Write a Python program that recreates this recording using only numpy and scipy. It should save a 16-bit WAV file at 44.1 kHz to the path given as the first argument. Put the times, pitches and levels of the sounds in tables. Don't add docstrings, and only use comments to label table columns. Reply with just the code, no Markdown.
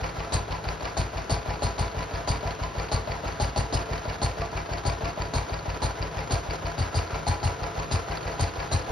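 import sys
import numpy as np
from scipy import signal
from scipy.fft import rfft, irfft, next_fast_len
from scipy.io import wavfile
from scipy.ndimage import uniform_filter1d

SR = 44100
rng = np.random.default_rng(int(sys.argv[2]) if len(sys.argv) > 2 else 0)


def to_wav(s):
    ch = np.atleast_2d(s).T
    pcm = np.round(np.clip(ch, -1, 1) * 32767)
    wavfile.write(sys.argv[1], SR, pcm.astype(np.int16))


N = 392931
TIME = np.arange(N) / SR
EVENT_TIME = TIME[:SR // 3]

# time_s, nearness (0 far, 1 close)
MIC_PATH = [(0, 0.28), (1.7, 0.1), (4.8, 0.093), (6.2, 0.19), (6.85, 0.72), (8.9, 0.82)]
# start_s, puff_db, tick_db, clack_db, cough_db
COASTING_CYCLES = [(-0.004, 1, -1.5, 2.5, 0.5), (0.157, 1, -3, 1, -1), (0.479, 0.5, 1.5, 3.5, -0.5),
                   (0.642, 2, 4.2, -1.5, 1), (0.808, -1, 3.5, 5.5, -6), (1.133, 0.5, -1.5, 2, -1),
                   (1.459, 4.5, -2.8, 3, 0.6), (1.945, 1.3, -1.5, 1, -0.7), (2.111, -2, -0.6, -1.5, -1),
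                   (2.429, 6, -2.5, 1, 0), (2.59, 1, 0, 0.5, 0.4), (2.752, 1.0, 1.5, 2.5, 0),
                   (3.073, 6.5, 2, 2.8, -3), (3.234, 3.5, -2, 0.5, -1.7), (3.887, 0.5, -0.5, 3, 0),
                   (4.053, 3.5, -2.5, 1, -2.5), (4.371, -0.5, -0.5, 3, -0.5), (4.528, 1, -1, 3, -1),
                   (4.689, 2, -1, 2, -1), (5.009, 4, -1.5, 5, 0), (5.174, 4.5, 2.5, -3, -0.5),
                   (5.495, 0, 0.5, 1, -0.5), (5.656, 2.5, -3, 0, 0.5), (5.98, -4, 1.0, 3, 0.3),
                   (6.144, -0.7, 0, 2.5, -1), (6.462, -1, 1, 2.8, -0.1), (6.621, -3, -2.5, -1, 1.5),
                   (7.106, -5, -10, 0.2, 1.5), (7.594, -5, -1.5, 0, 0.5), (7.752, -1, -4.5, 0.5, 2),
                   (8.074, -2, -2.9, -0.4, 1), (8.231, -4, -3.5, -2, 0.4), (8.556, -2.1, -1, 1.5, 0),
                   (8.876, 1, 2, 5, 1)]
# start_s, charge_db, pop_db, port_ring_hz, port_ring_db,
# whistle_hz, whistle_db, second_whistle_hz, second_whistle_db
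FIRING_CYCLES = [(0.322, 0.5, -6, 700, -6, 4000, 0, 4540, 0),
                 (0.968, -1.0, -1.8, 670, 5, 4440, -4, 4900.0, -9),
                 (1.296, -0.5, 1.0, 684, -4, 4480, 4.5, 5090.0, -2),
                 (1.621, -1, 1.3, 930, -8, 4480.0, -2, 4230.0, -1),
                 (1.781, -2, -5, 835, 5, 4550, -5, 5000, -14),
                 (2.275, 0, 1.5, 664, 1.5, 4650, 1.5, 4860, 3),
                 (2.916, -0.9, 0, 830, -10, 4640, 0, 4240, 0),
                 (3.399, -0.3, 2, 843, 8, 4670, -2.0, 4230.0, -4),
                 (3.561, -0.6, 0.5, 842, 6, 4220.0, -7, 4470.0, 2.5),
                 (3.726, -0.6, -1.5, 679, 6, 5120.0, 1, 4480.0, 0),
                 (4.217, -0.5, -1, 821, 8, 4360, 4, 4490, 1.5),
                 (4.852, -1.5, -1, 823, 9, 4760, -3, 4480, 0),
                 (5.337, -0.5, -3.5, 946, 6, 4240, -3, 4400, 2),
                 (5.819, -0.7, -5, 863, 7.5, 4360, 2, 3940.0, -2.0),
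                 (6.308, 0.5, -6, 488, 4, 4570, 1, 4090, -5),
                 (6.78, -3.0, 2, 696, -1, 4640, -3, 4190.0, -13),
                 (6.943, -1.5, 3, 800, 0, 4410, -5, 4830, 1), (7.267, 0, 0, 823, 6, 4290, 2, 4130, -5),
                 (7.43, -1.5, -4, 834, 9.5, 4250, -6, 5120, -5.8),
                 (7.912, 0, 1, 860, -3, 4940, -1.5, 3930.0, -3),
                 (8.394, 0.3, 2, 750, -6, 4410, -2.4, 4920, -4),
                 (8.716, 0.3, 2, 960.0, 5, 4200, 2, 3910.0, -3)]

# pitch_hz, level_db, delay_s, rise_s, t60_s
POP_MODES = [(150, -8, 0.00033, 0.0011, 0.029), (443, -1.5, 0.00048, 0.0031, 0.013),
             (604, 5.5, 0.00055, 0.0018, 0.027), (830, -6, 0.00098, 0.0014, 0.17)]
COUGH_MODES = [(55, -23.5, 0.03417, 0.0048, 0.16), (89.5, -22, 0.0215, 0.0099, 0.12),
               (131, -35.5, 0.0231, 0.0046, 0.055), (158.6, -35.5, 0.0207, 0.029, 0.54)]
HEAD_MODES = [(327, -8, 0.0009, 0.0018, 0.034), (540, 2.5, 0.00042, 0.0018, 0.025),
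              (1360, -8, 0.00214, 0.0008, 0.025)]
BOOM_MODES = [(56.7, 11.5, 0.0065, 0.027, 0.17), (109.3, 4.5, 0.02374, 0.0034, 0.11),
              (133.5, 11, 0.02659, 0.0043, 0.078), (148, -15, 0.0177, 0.026, 0.13)]
THUD_MODES = [(111.7, 7, 0.001, 0.012, 0.035), (89.7, 15, 0.0241, 0.016, 0.073)]
# pitch_hz, width_hz, peak_db
PORT_MODES = [(236, 65, 4.5), (418, 80, -1.5), (703, 57, 0), (783, 45, 3.5), (1054, 39, 3.5)]
# pitch_hz, width_hz, peak_db, ring_db
CASTING_MODES = [(294, 87, 7.5, -11), (444, 9.4, 11, -11.5), (522.6, 30, 2, -8.5), (685, 48, 8.5, 0),
                 (816, 14, 7.5, 0), (990.5, 60, 9, 1), (1138, 15, -10, -5), (1348, 27, 6, -9),
                 (1660, 13, 4, -5.5), (1977, 50, 0, -9), (2335, 40, 1, -8), (2766, 37, 3.5, -17)]
# pitch_hz, ring_db
ROCKER_MODES = [(2330, 2), (2900, 2), (4480, -2), (4730, 0.5), (5080, -2), (6430, -11.5)]
# delay_s, level_db, scatter_s
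LINKAGE_TICKS = [(-.002, -9, 0.00042), (0.027, -10.5, 0.0028), (.036, -17, 0.0033), (.079, -9, 0.0055),
                 (0.094, -9.5, .003), (.132, -13.5, 0.0011)]

# frequency_hz, level_db
PUFF_COLOUR = [(30, -33), (100, 1.5), (300, -17.5), (560, -1), (800, 0.5), (1200, -16), (2500, -23),
               (4600, -22), (7000, -62), (12000, -38)]
GEAR_COLOUR = [(30, -17), (100, 3), (230, -14.5), (420, 0.5), (700, -3), (1000, -5.5), (1400, -4),
               (2100, -11.5), (3400, -17), (4500, -15), (6400, -20), (7600, -53.5), (10500, -27),
               (12500, -36.5)]
CLACK_COLOUR = [(150, -23), (380, -15), (560, 15.5), (750, 11), (1000, 15.5), (1300, -9), (1800, 8.5),
                (2400, 10.5), (3400, -7.5), (4600, 4), (5600, 0), (7200, -63), (10500, -50), (12500, -63)]
TICK_COLOUR = [(1200, 6.5), (2000, -0.5), (2500, 3), (3400, -5), (4100, -0.5), (4600, 8), (5200, -16.5),
               (6300, -24), (7500, -57), (10000, -16), (12500, -33)]
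BARK_COLOUR = [(30, -14.5), (100, 5), (200, -3), (310, -3), (560, -2.5), (780, -2), (1200, -7.5),
               (2000, -19.5), (3300, -16.5), (4600, -9.5), (7000, -42), (12000, -43)]
HISS_COLOUR = [(300, 0.5), (1000, -12), (2000, -6), (3400, -11), (4500, -0.5), (5400, -7.5), (6500, -6),
               (7500, -33), (8700, -34), (9700, -28), (11000, -13), (12500, -45)]
SPIT_COLOUR = [(1500, -15), (4000, -4), (6000, -1), (7500, -34), (8100, -25), (8450, 4), (9000, 17.5),
               (9700, -2), (11000, 4), (12500, -27)]
AIR_COLOUR = [(20, -53), (50, -8), (100, 1.5), (200, -6.5), (1000, -16), (4000, -24), (12000, -110)]
# frequency_hz, side_gain_db; the side is raised steeply around 7 to 9 kHz
STEREO_WIDTH = [(60, -36), (110, -9.5), (200, -8.5), (350, -8), (640, -4), (1160, -2.5), (2100, -5.5),
                (3800, -7.5), (5500, -12.5), (7000, 19), (8800, 11.5), (10000, -10.5), (12400, -10)]

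# far_db, close_db
COAST_POP_DB, PUFF_DB, COUGH_DB = (-35.5, -44), (-36.5, -34.5), (0, -4.5)
GEARS_DB, VALVE_DB, WALL_DB = (-39, -37), (-38, -36.5), (-11, -16.5)
FIRING_POP_DB, BOOM_DB, THUD_DB = (-26, -35.5), (-30.5, -32.5), (-34.5, -27.5)
BARK_DB, HISS_DB, WHISTLE_DB = (-29, -31.5), (-39, -40), (-39, -37.5)

WALL_DELAY_S = (0.054, 0.057)
VALVE_SHUT_S = 0.045
BOOM_FOLLOWS, HISS_FOLLOWS = 0.26, 2
RING_DAMPING = 0.18


def undb(db):
    return 10 ** (np.asarray(db) / 20)


def noise(size):
    return rng.standard_normal((2, size))


def at_mic(far_close, s):
    nearness = np.interp(s, *np.transpose(MIC_PATH))
    return np.interp(nearness, [0, 1], far_close)


def cycles():
    fired = [(s, 0, 0) for s, *_ in FIRING_CYCLES]
    coasted = [(s, tick_db, clack_db) for s, _, tick_db, clack_db, _ in COASTING_CYCLES]
    return np.transpose(sorted(fired + coasted))


def swell(rise_s, t60_s):
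    opening = np.sin(np.pi / 2 * np.minimum(EVENT_TIME / rise_s, 1)) ** 2
    return opening * np.exp(-np.log(1000) * np.maximum(EVENT_TIME - rise_s, 0) / t60_s)


def add(out, s, sound):
    start = int(s * SR)
    a, b = max(start, 0), min(start + sound.shape[-1], N)
    if b > a:
        out[..., a:b] += sound[..., a - start:b - start]


def tint(x, colour, modes=()):
    size = 2 * next_fast_len(N // 2 + 1, True)
    f = np.maximum(np.fft.rfftfreq(size, 1 / SR), 1)
    hz, db = np.transpose(colour)
    peaks_db = sum(peak / (1 + (2 * (f - centre) / width) ** 2) for centre, width, peak, *_ in modes)
    gain = undb(np.interp(np.log(f), np.log(hz), db) + peaks_db)
    cepstrum = irfft(np.log(gain / np.sqrt(np.mean(gain ** 2))), size)
    minimum_phase = np.exp(rfft(np.r_[cepstrum[0], 2 * cepstrum[1:size // 2]], size))
    return irfft(rfft(x, size) * minimum_phase, size)[..., :N]


def bursts(times, levels_db, envelope, colour, alike, modes=()):
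    out = np.zeros((2, N))
    places = [noise(len(EVENT_TIME)) for _ in range(3)]
    for s, db in zip(times, levels_db):
        weights = np.cos(np.pi / 2 * np.minimum(abs(2 * s / TIME[-1] - np.arange(3)), 1))
        repeated = np.sqrt(alike) * sum(w * place for w, place in zip(weights, places))
        fresh = np.sqrt(1 - alike) * noise(len(EVENT_TIME))
        add(out, s, undb(db) * envelope * (repeated + fresh))
    return tint(out, colour, modes)


def resonate(times, levels_db, modes):
    out = np.zeros(N)
    for hz, db, delay, rise, t60 in modes:
        ring = swell(rise, t60) * np.sin(2 * np.pi * hz * EVENT_TIME)
        for s, push_db in zip(times, levels_db):
            add(out, s + delay, undb(db + push_db) * ring)
    return out


def puffs():
    s, puff_db = np.transpose(COASTING_CYCLES)[:2]
    envelope = swell(0.0016, 0.041) + undb(-4) * swell(0.02, 0.18)
    db = at_mic(PUFF_DB, s) + puff_db
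    return bursts(s - 0.001, db, envelope, PUFF_COLOUR, alike=1, modes=PORT_MODES)


def pops():
    fire_s, _, pop_db = np.transpose(FIRING_CYCLES)[:3]
    coast_s, puff_db = np.transpose(COASTING_CYCLES)[:2]
    mid = resonate(fire_s, at_mic(FIRING_POP_DB, fire_s) + pop_db, POP_MODES)
    mid += resonate(coast_s, at_mic(COAST_POP_DB, coast_s) + puff_db, POP_MODES)
    return np.array([mid, 0.8 * np.roll(mid, int(0.00015 * SR))])


def ticks(times, levels_db, envelope):
    force = np.zeros(N)
    for s, db in zip(times, levels_db):
        add(force, s, undb(db) * envelope)
    return tint(noise(N) * force, TICK_COLOUR)


def linkage(scatter_db=5.5):
    starts = cycles()[0][:, None]
    delay_s, tick_db, scatter_s = np.transpose(LINKAGE_TICKS)
    slip, force = rng.standard_normal((len(starts), 2, len(LINKAGE_TICKS))).transpose(1, 0, 2)
    s = starts + delay_s + scatter_s * slip
    db = at_mic(VALVE_DB, s) + tick_db + scatter_db * force + 2.5
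    return ticks(s.ravel(), db.ravel(), swell(0.00099, 0.044))


def gears(knocks_per_s=200):
    knocks = (rng.random(N) < knocks_per_s / SR) * undb(2.4 * rng.exponential(size=N))
    grain = signal.fftconvolve(np.minimum(knocks, 3), swell(0.0006, 0.027))[:N]
    rattle = tint(noise(N) * (grain + 3), GEAR_COLOUR, CASTING_MODES)
    shut_s = cycles()[0] + VALVE_SHUT_S
    turns = np.interp(TIME, shut_s, np.arange(len(shut_s)))
    load_db = 1.4 * np.cos(2 * np.pi * (turns - 0.1)) + 0.98 * np.cos(4 * np.pi * (turns - 0.27))
    return rattle / rattle.std() * undb(at_mic(GEARS_DB, TIME) + load_db)


def coughs_and_thumps(mouth_hz=30):
    coast_s, *_, cough_db = np.transpose(COASTING_CYCLES)
    fire_s, charge_db = np.transpose(FIRING_CYCLES)[:2]
    cough = resonate(coast_s, at_mic(COUGH_DB, coast_s) + cough_db, COUGH_MODES)
    boom = resonate(fire_s, at_mic(BOOM_DB, fire_s) + BOOM_FOLLOWS * charge_db, BOOM_MODES)
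    thud = resonate(fire_s, at_mic(THUD_DB, fire_s), THUD_MODES)
    mouth = signal.butter(3, mouth_hz, "high", fs=SR, output="sos")
    mid = signal.sosfiltfilt(mouth, cough + boom + thud)
    return np.array([mid, 0.77 * np.roll(mid, int(0.001 * SR))])


def metal_ring(times, levels_db, modes, t60_s, spread):
    out = np.zeros((2, N))
    hz, *_, ring_db = np.transpose(modes)
    envelopes = np.array([swell(0.00051, t60_s * (hz.min() / f) ** RING_DAMPING) for f in hz])
    for s, db in zip(times, levels_db):
        shifted_hz = hz * (1 + spread * np.sqrt(hz / hz.max()) * rng.standard_normal(len(hz)))
        tones = np.sin(2 * np.pi * (shifted_hz[:, None] * EVENT_TIME + rng.random((len(hz), 1))))
        strengths = noise(len(hz)) * undb(db + ring_db)
        add(out, s, strengths @ (tones * envelopes))
    return out


def valve():
    start_s, tick_db, clack_db = cycles()
    s = start_s + VALVE_SHUT_S
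    db = at_mic(VALVE_DB, start_s)
    seat_db, head_db = db + tick_db, db + clack_db
    scrape = bursts(s - 0.014, db + 4, swell(0.01, 0.021), CLACK_COLOUR, alike=0.55, modes=CASTING_MODES)
    tick = ticks(s, seat_db + 8, swell(0.0008, 0.022))
    rocker = metal_ring(s, seat_db - 4, ROCKER_MODES, t60_s=0.04, spread=0.02)
    knock = resonate(s, head_db, HEAD_MODES) * np.array([[1], [0.6]])
    envelope = undb(-1.5) * swell(0.003, 0.04) + undb(-4.5) * swell(0.027, 0.15)
    clack = bursts(s, head_db + 0.3, envelope, CLACK_COLOUR, alike=0.4, modes=CASTING_MODES)
    casting = metal_ring(s + 0.00203, head_db - 2.5, CASTING_MODES, t60_s=0.28, spread=0.0207)
    return scrape + tick + rocker + knock + clack + casting


def wall_echo(engine, shrubs_hz=2500):
    dull = signal.lfilter(*signal.butter(1, shrubs_hz, fs=SR), engine)
    lag_s = at_mic(WALL_DELAY_S, TIME)
    echo = np.array([np.interp(TIME - lag_s, TIME, channel, left=0) for channel in dull])
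    return undb(at_mic(WALL_DB, TIME)) * echo


def gas_tone(hz, waver, sag_per_s):
    wander = uniform_filter1d(noise(len(EVENT_TIME)), size=160)
    pitch_hz = hz * (1 + waver * wander / wander.std() - sag_per_s * EVENT_TIME)
    return np.sqrt(2) * np.sin(2 * np.pi * np.cumsum(pitch_hz, axis=1) / SR)


def barks():
    s, charge_db, _, ring_hz, ring_db = np.transpose(FIRING_CYCLES)[:5]
    bark_db = at_mic(BARK_DB, s) + charge_db
    envelope = undb(1) * swell(0.00093, 0.038) + undb(-1) * swell(0.02, 0.24)
    out = bursts(s - 0.001, bark_db + 0.3, envelope, BARK_COLOUR, alike=0.57, modes=PORT_MODES)
    out += metal_ring(s, bark_db - 10.5, CASTING_MODES, t60_s=0.35, spread=0.0303)
    for at, db, hz in zip(s, bark_db + ring_db - 11.5, ring_hz):
        add(out, at, undb(db) * swell(0.014, 0.19) * gas_tone(hz, waver=0.019, sag_per_s=0.1))
    return out


def hiss():
    s, charge_db = np.transpose(FIRING_CYCLES)[:2]
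    db = at_mic(HISS_DB, s) + HISS_FOLLOWS * charge_db
    envelope = swell(0.022, 0.23) + undb(1) * swell(0.0042, 0.2)
    jet = bursts(s - 0.002, db - 1.7, envelope, HISS_COLOUR, alike=0.11)
    spit = bursts(s + 0.011, db - 5, swell(0.0025, 0.17), SPIT_COLOUR, alike=0.17)
    return jet + spit


def whistles():
    out = np.zeros((2, N))
    for s, *_, main_hz, main_db, second_hz, second_db in FIRING_CYCLES:
        tones = [(main_hz, main_db, 0.004), (second_hz, second_db, 0.005),
                 (1.98 * main_hz, main_db - 15, 0.012)]
        for hz, db, waver in tones:
            envelope = undb(at_mic(WHISTLE_DB, s) + db) * swell(0.015, 0.16)
            add(out, s, envelope * gas_tone(hz, waver, sag_per_s=0.049))
    return out


def sputter(depth_db, rate_hz):
    gusts = rng.standard_normal(N // 50)
    gain = undb(depth_db * np.interp(TIME * rate_hz, np.arange(len(gusts)), gusts))
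    return gain / np.sqrt(np.mean(gain ** 2))


def stray_tick(start_s=2.884, level_db=-33):
    return ticks([start_s], [level_db], swell(0.00059, 0.047))


def scene():
    firings = barks() + (hiss() + whistles()) * sputter(depth_db=2.5, rate_hz=320)
    exhaust = firings + puffs() + pops() + coughs_and_thumps()
    engine = exhaust + valve() + linkage() + stray_tick() + gears()
    air = undb(-44) * tint(noise(N), AIR_COLOUR)
    mid, side = engine + wall_echo(engine) + air
    size = next_fast_len(N, True)
    side_db = np.interp(np.fft.rfftfreq(size, 1 / SR), *np.transpose(STEREO_WIDTH))
    side = irfft(rfft(side, size) * undb(side_db), size)[:N]
    left_db = 0.3
    return np.array([(mid + side) * undb(left_db), (mid - side) * undb(-left_db)])


def record(dry):
    bottom_hz, top_hz = 22, 12600
    x = signal.sosfilt(signal.butter(2, bottom_hz, "high", fs=SR, output="sos"), dry)
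    return signal.sosfilt(signal.ellip(10, 0.2, 80, top_hz, fs=SR, output="sos"), x)


dry = scene()
out = record(dry)
to_wav(out)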